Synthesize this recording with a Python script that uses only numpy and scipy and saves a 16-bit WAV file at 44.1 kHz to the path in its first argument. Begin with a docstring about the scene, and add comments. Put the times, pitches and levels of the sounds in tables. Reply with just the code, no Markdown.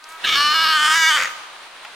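"""A pool among rocks: a young sea lion gives one loud, rough cry, with a harsh attack, a bleating
middle and a rattle as the mouth closes. Its vocal folds send pulses and puffs of air through a mouth
that glides from shape to shape, and the rock walls answer. Fainter cries sit before and after it.
Underneath, the water laps throughout as a bed of wavering noise, with a few drips and a slap on top."""
import sys
import numpy as np
from scipy import signal
from scipy.fft import rfft, irfft, next_fast_len
from scipy.io import wavfile
from scipy.ndimage import uniform_filter1d, minimum_filter1d, map_coordinates

SR = 44100
rng = np.random.default_rng(int(sys.argv[2]) if len(sys.argv) > 2 else 0)


def transcribe(u):
    """Save the signal u as a 16-bit wav file named by the first command-line argument.

    u: samples, shape (n,) or (channels, n), limited to [-1, 1]; the rate is SR.
    q: integer samples, one column per channel.
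    """
    v = np.clip(np.atleast_2d(u).T, -1, 1)
    q = np.round(v * 32767).astype(np.int16)
    wavfile.write(sys.argv[1], SR, q)


N = 85995

# tone of the water bed (frequency [Hz], level [dB])
WATER_EQ = [(25, -16), (60, -31), (150, -24.5), (300, -16.5), (500, -11), (950, -3), (1400, -4),
            (2500, -6.5), (4000, -8.5), (5500, -17.5), (7500, -21.5), (9500, -20), (11000, -27.5),
            (12000, -35), (15500, -34)]
# fader ride on the water (time [s], level [dB])
WATER_LEVEL = [(0, -47), (.1, -41), (.17, -42.5), (.24, -35), (1.3, -38), (1.55, -40.5), (1.75, -39.5),
               (1.83, -38.5), (1.95, -39.5)]
# stereo image of water and air rush (frequency [Hz], left-right correlation [0-1])
CORRELATION = [(100, 0.64), (600, 0.95), (1500, 0.72), (4000, 0.2), (12000, 0.23)]
# drips and slaps (time [s], level [dB], band centre [Hz], width [octaves], t60 [s])
SPLASHES = [(0.041, -35.5, 4200, 0.68, 0.022), (0.089, -44.5, 8660, 0.35, 0.082),
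            (.1, -45, 6960, 0.74, 0.061), (.122, -43.5, 5950, .9, 0.062), (1.8493, -27, 1570, 0.73, 0.029)]
# reverb tail of the far walls (frequency [Hz], t60 [s])
WALL_DECAY = [(200, 0.77), (900, 0.31), (1230, 1.52), (1600, 0.47), (3000, 0.88), (6000, 1.085),
              (12000, 0.17)]
# width of the earliest reflections (frequency [Hz], side against mid [dB])
SIDE_EQ = [(300, -18), (1000, -34), (2000, -15), (4500, -11), (8000, -18), (14000, -35)]
# the background cries (time [s], pitch [Hz], level [dB])
FAR_CRIES = [(0, 302.6, -53), (.08, 315.7, -43), (.15, 322.4, -38), (.24, 316, -50), (.3, 298, -75),
             (1.22, 303, -72), (1.3, 310, -35), (1.4, 307.7, -46), (1.48, 308.2, -50.5), (1.56, 303, -75)]
# their duller throat (frequency [Hz], level [dB])
FAR_THROAT = [(300, -29), (700, -25), (960, -11), (1250, -5), (1420, -4), (1600, -10), (1850, -15),
              (2200, -13.5), (3000, -36), (6000, -30), (15000, -38)]
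# tone of the breath at the folds (frequency [Hz], level [dB])
BREATH_EQ = [(300, 5), (1200, -3), (3000, -2), (5000, 1), (7000, 7), (12000, 11)]
# low rush of air under the cry (frequency [Hz], level [dB])
RUSH_EQ = [(25, -4), (90, -0.5), (200, 3), (400, 3.5), (900, -8), (2500, -80)]
# reach of the close reflections' colouring (frequency [Hz], share of full depth [0-1])
COMB_DEPTH = [(1500, .2), (3000, .5), (4500, 1)]
# pitch line of the main cry, diving into the rattle (time [s], pitch [Hz])
PITCH = [(.24, 300), (.262, 333.7), (.285, 264.9), (.305, 320.8), (.335, 310.8), (0.355, 272.8),
         (0.377, 286.3), (0.389, 288.9), (0.519, 302.6), (0.537, 304.3), (0.549, 330.3), (0.563, 324.7),
         (0.605, 318.6), (0.629, 331.4), (0.655, 311.7), (0.697, 318.2), (0.725, 309.6), (0.759, 308.3),
         (0.789, 298.5), (0.817, 305.7), (0.865, 304.2), (0.881, 312.8), (0.923, 309.8), (0.943, 316.4),
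         (0.955, 329.2), (1.029, 322.3), (1.041, 318.5), (1.093, 324.1), (1.123, 301.1), (1.151, 306.5),
         (1.16, 298.5), (1.18, 271.1), (1.215, 95.1), (1.28, 60.12)]
# push behind the cry (time [s], relative level [dB])
EFFORT = [(.2375, -42), (.241, -24), (.249, -16.5), (.262, -18.5), (.28, -16.2), (.3, -17.2), (.35, -15.2),
          (.42, -16), (.51, -15.7), (.533, -18), (.555, -15.5), (.7, -15.2), (.79, -16.5), (.83, -15.2),
          (.95, -15.7), (1.09, -14.2), (1.17, -15.5), (1.21, -19.5), (1.245, -21.5), (1.27, -27),
          (1.3, -35), (1.34, -48)]
# rasp of the folds (time [s], roughness [0-1])
ROUGHNESS = [(.24, .6), (.32, .52), (.37, .38), (.42, .28), (.5, .17), (.54, .42), (.59, .28), (.66, .36),
             (.74, .32), (.8, .22), (.86, .3), (.92, .32), (.99, .25), (1.08, .21), (1.16, .32),
             (1.185, .94), (1.28, .98)]
# formants of six throat and mouth shapes, each (frequency [Hz], level [dB])
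ONSET = [(300, -45), (1100, -17), (1700, 7), (2250, -18), (2850, 6.5), (3300, -2), (3800, 5.5), (4600, -16),
         (7000, -27), (15500, -37)]
OPENING = [(300, -34), (1020, -29.5), (1260, 4.5), (1500, -13), (1700, 0), (1950, -14), (2280, 6.5),
           (2550, -9), (2930, 4.5), (3700, 0), (4400, -10.5), (6500, -17.5), (9000, -32), (15500, -36.5)]
WIDE = [(300, -37), (750, -33), (960, -17.5), (1200, 0), (1450, -11.5), (1680, -1.5), (2000, -23.5),
        (2300, -11.5), (2620, -22), (2950, -1), (3250, -18), (3550, -13.5), (3850, -18), (4300, -8.5),
        (4850, -15.5), (5250, -14.5), (6100, -30), (9000, -35.5), (15500, -43)]
STRAINED = [(300, -26.5), (700, -27.5), (920, -9), (1230, 5), (1560, 2.5), (1850, -1), (2150, -8.5),
            (2750, -9.5), (3060, 2), (3380, -4), (3800, -17), (4500, -13), (6000, -17), (7900, -17.5),
            (8400, -19.5), (9200, -24), (15500, -38)]
NARROWING = [(300, -36.5), (740, -33.5), (950, -11.5), (1280, -6.5), (1600, 2), (1920, -3), (2260, -2.5),
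             (2560, -27), (2920, -3.5), (3230, -20), (3560, -9), (4100, -20.5), (4880, -8), (5600, -14.5),
             (7200, -20.5), (8500, -28), (15500, -39)]
CLOSING = [(380, -23), (520, 0), (780, -7), (1230, 11), (1700, 15.5), (2300, 13), (3000, 2), (4200, -4),
           (6500, -10.5), (9000, -23), (15500, -37)]
# the mouth's path through them (time [s], shape [name])
MOUTH_PATH = [(.253, "onset"), (.268, "opening"), (.335, "opening"), (.385, "wide"), (.7, "wide"),
              (.8, "strained"), (.915, "strained"), (.975, "narrowing"), (1.085, "narrowing"),
              (1.125, "strained"), (1.16, "strained"), (1.185, "closing")]

TIME = np.arange(N) / SR


def amp(db):
    """Decibels to gain."""
    return 10 ** (np.asarray(db) / 20)


def unit(x):
    """Scale to rms 1."""
    return x / np.sqrt(np.mean(x ** 2) + 1e-20)


def along(points, hz):
    """Read a breakpoint curve on a log frequency axis."""
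    freqs, values = np.transpose(points)
    return np.interp(np.log(hz + 1), np.log(freqs + 1), values)


def curves(rows):
    """One automation lane for each column after the time."""
    times, *columns = np.transpose(rows)
    return [np.interp(TIME, times, column) for column in columns]


def wobble(rate_hz):
    """Smooth random modulation through rate_hz knots a second."""
    return map_coordinates(rng.standard_normal(4096), [TIME * rate_hz], mode="wrap")


def filtered(x, response):
    """Filter x by a gain given as a function of frequency."""
    size = next_fast_len(N + SR // 2)
    return irfft(rfft(x, size) * response(np.fft.rfftfreq(size, 1 / SR)), size)[..., :N]


def ring(x, eq):
    """Minimum-phase EQ: resonances ring on after each pulse."""
    size = 2 * next_fast_len(N)
    cepstrum = irfft(np.log(amp(along(eq, np.fft.rfftfreq(size, 1 / SR)))))
    cepstrum[1:size // 2] *= 2
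    cepstrum[size // 2 + 1:] = 0
    return irfft(rfft(x, size) * np.exp(rfft(cepstrum)))[..., :N]


def wash(eq):
    """Stereo noise of rms 1, narrow in the mids and wide in the treble."""
    def mid_side(hz):
        angle = np.arccos(along(CORRELATION, hz)) / 2
        return amp(along(eq, hz)) * [np.cos(angle), np.sin(angle)]
    mid, side = filtered(rng.standard_normal((2, N)), mid_side)
    return unit(np.array([mid + side, mid - side]))


def pool(lap_db=1):
    """The bed: water washing against the rocks."""
    db, = curves(WATER_LEVEL)
    return amp(db + lap_db * wobble(rate_hz=24.794)) * wash(WATER_EQ)


def splashes(snap_gain=1.4):
    """Each drip or slap is a snap of first contact and a short spray in its own band."""
    out = np.zeros(N)
    for start, db, centre, width, t60 in SPLASHES:
        age = TIME - start
        band = lambda hz: np.exp(-.5 * (np.log2((hz + 1) / centre) / width) ** 2)
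        snap = filtered(np.sinc(age * SR), band)
        spray = unit(filtered(rng.standard_normal(N), band)) * (age > 0) * amp(-60 * abs(age) / t60)
        out += amp(db) * (snap_gain * snap / abs(snap).max() + spray)
    return out


def reflections(x, t60s, predelay_s):
    """Diffuse returns off rock, different in each ear, dying away by a (frequency [Hz], t60 [s]) curve."""
    hz, t, noise = signal.stft(rng.standard_normal((2, SR)), SR, nperseg=256)
    tail = signal.istft(noise * amp(-60 * t / along(t60s, hz)[:, None]), SR, nperseg=256)[1]
    tail = np.pad(tail / np.linalg.norm(tail[0]), ((0, 0), (int(predelay_s * SR), 0)))
    return signal.fftconvolve(x[None], tail, axes=1)[:, :N]


def smeared(x, depth_rad=.75, grain_hz=260):
    """Paths of unequal length round the head and rock spread each pulse without colouring it."""
    knots = rng.standard_normal(256)
    phase = lambda hz: depth_rad * map_coordinates(knots, [hz / grain_hz], mode="wrap")
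    return filtered(x, lambda hz: np.exp(1j * phase(hz)))


def combed(x, depth_db=3.2, grain_hz=240, rate_hz=9):
    """As the head turns, close reflections lift some overtones and sink others, mostly up top."""
    hz, t, spectrum = signal.stft(x, SR, nperseg=1024)
    grid = np.meshgrid(hz / grain_hz, t * rate_hz, indexing="ij")
    ripple = map_coordinates(rng.standard_normal((128, 64)), grid, mode="wrap")
    gain = amp(depth_db * along(COMB_DEPTH, hz)[:, None] * ripple)
    return signal.istft(spectrum * gain, SR, nperseg=1024)[1][:N]


def folds(pitch, rough, waver=.018, jitter_cycles=.08, shimmer_db=4, breath_gain=.8):
    """Vocal folds: one sharp pulse and one puff of air per cycle, less even and breathier when rough."""
    cycles = np.cumsum(pitch * (1 + waver * rough * wobble(rate_hz=60))) / SR
    slip, strength = rng.standard_normal((2, 1024))[:, :int(cycles[-1])]
    count = np.arange(len(slip))
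    pulse_rough = np.interp(count, cycles, rough)
    pulse_at = np.sort(np.interp(count + jitter_cycles * pulse_rough ** 2 * slip, cycles, np.arange(N)))
    # windowed sincs place the pulses between samples
    taps = pulse_at.astype(int)[:, None] + np.arange(-7, 9)
    offset = taps - pulse_at[:, None]
    clicks = np.sinc(offset) * np.cos(np.pi * offset / 16) ** 2
    clicks *= amp(shimmer_db * pulse_rough * strength)[:, None]
    pulses = np.bincount(np.clip(taps, 0, N - 1).ravel(), clicks.ravel(), N) * np.sqrt(SR / pitch)
    cycle_phase = np.interp(np.arange(N), pulse_at, count) % 1
    puffs = unit(np.exp(-1.8 * cycle_phase))
    breath = ring(puffs * rng.standard_normal(N), BREATH_EQ)
    return np.sqrt(1 - rough ** 2) * pulses + breath_gain * rough ** 1.5 * breath


def far_cries():
    """Fainter, duller cries from farther off: folds through one held throat shape."""
    pitch, db = curves(FAR_CRIES)
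    buzz = smeared(folds(pitch, rough=np.full(N, .2)))
    return amp(db) * (TIME < FAR_CRIES[-1][0]) * unit(ring(buzz, FAR_THROAT))


def mouth(buzz, levelling_s=.022):
    """Throat and mouth resonances crossfade from shape to shape at an even loudness."""
    shapes = dict(onset=ONSET, opening=OPENING, wide=WIDE,
                  strained=STRAINED, narrowing=NARROWING, closing=CLOSING)
    voice = np.zeros(N)
    for name, formants in shapes.items():
        fade, = curves([(time, shape == name) for time, shape in MOUTH_PATH])
        voice += fade * unit(ring(buzz, formants))
    span = int(levelling_s * SR)
    power = abs(uniform_filter1d(uniform_filter1d(voice ** 2, span), span))
    return voice / np.sqrt(power + 1e-12)


def cry(trim_db=-.5, swell_db=.9, rush_db=-26, rush_fade_db_per_s=11.5):
    """The lead voice and its fading rush of air, both riding the sea lion's uneven push."""
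    (pitch,), (effort_db,), (rough,) = curves(PITCH), curves(EFFORT), curves(ROUGHNESS)
    start, end = EFFORT[0][0], EFFORT[-1][0]
    push = amp(trim_db + effort_db + swell_db * wobble(rate_hz=45)) * (TIME > start) * (TIME < end)
    voice = mouth(combed(smeared(folds(pitch, rough))))
    rush = amp(rush_db - rush_fade_db_per_s * (TIME - start)) * wash(RUSH_EQ)
    return push * voice, push * rush


def scene(rock_db=-16, walls_db=-16):
    """The mix: animals and water between a near rock face and farther walls."""
    voice, rush = cry()
    direct = voice + far_cries() + splashes()
    early = reflections(direct, [(1000, .028)], predelay_s=.001)[0]
    side = filtered(early, lambda hz: amp(along(SIDE_EQ, hz)))
    rock = amp(rock_db) * reflections(direct, [(1000, .089)], predelay_s=.004)[0]
    walls = amp(walls_db) * reflections(direct, WALL_DECAY, predelay_s=.025)
    return direct + rock + np.array([side, -side]) + walls + rush + pool()


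def record(dry, ceiling=.68, hold_s=.008, high_cut_hz=15950):
    """Master chain: a limiter holds the peaks down, then a steep high cut."""
    safe_gain = np.minimum(1, ceiling / (abs(dry).max(axis=0) + 1e-9))
    hold = int(hold_s * SR)
    gain = uniform_filter1d(minimum_filter1d(safe_gain, hold), hold)
    return filtered(dry * gain, lambda hz: hz < high_cut_hz)


dry = scene()
out = record(dry)
transcribe(out)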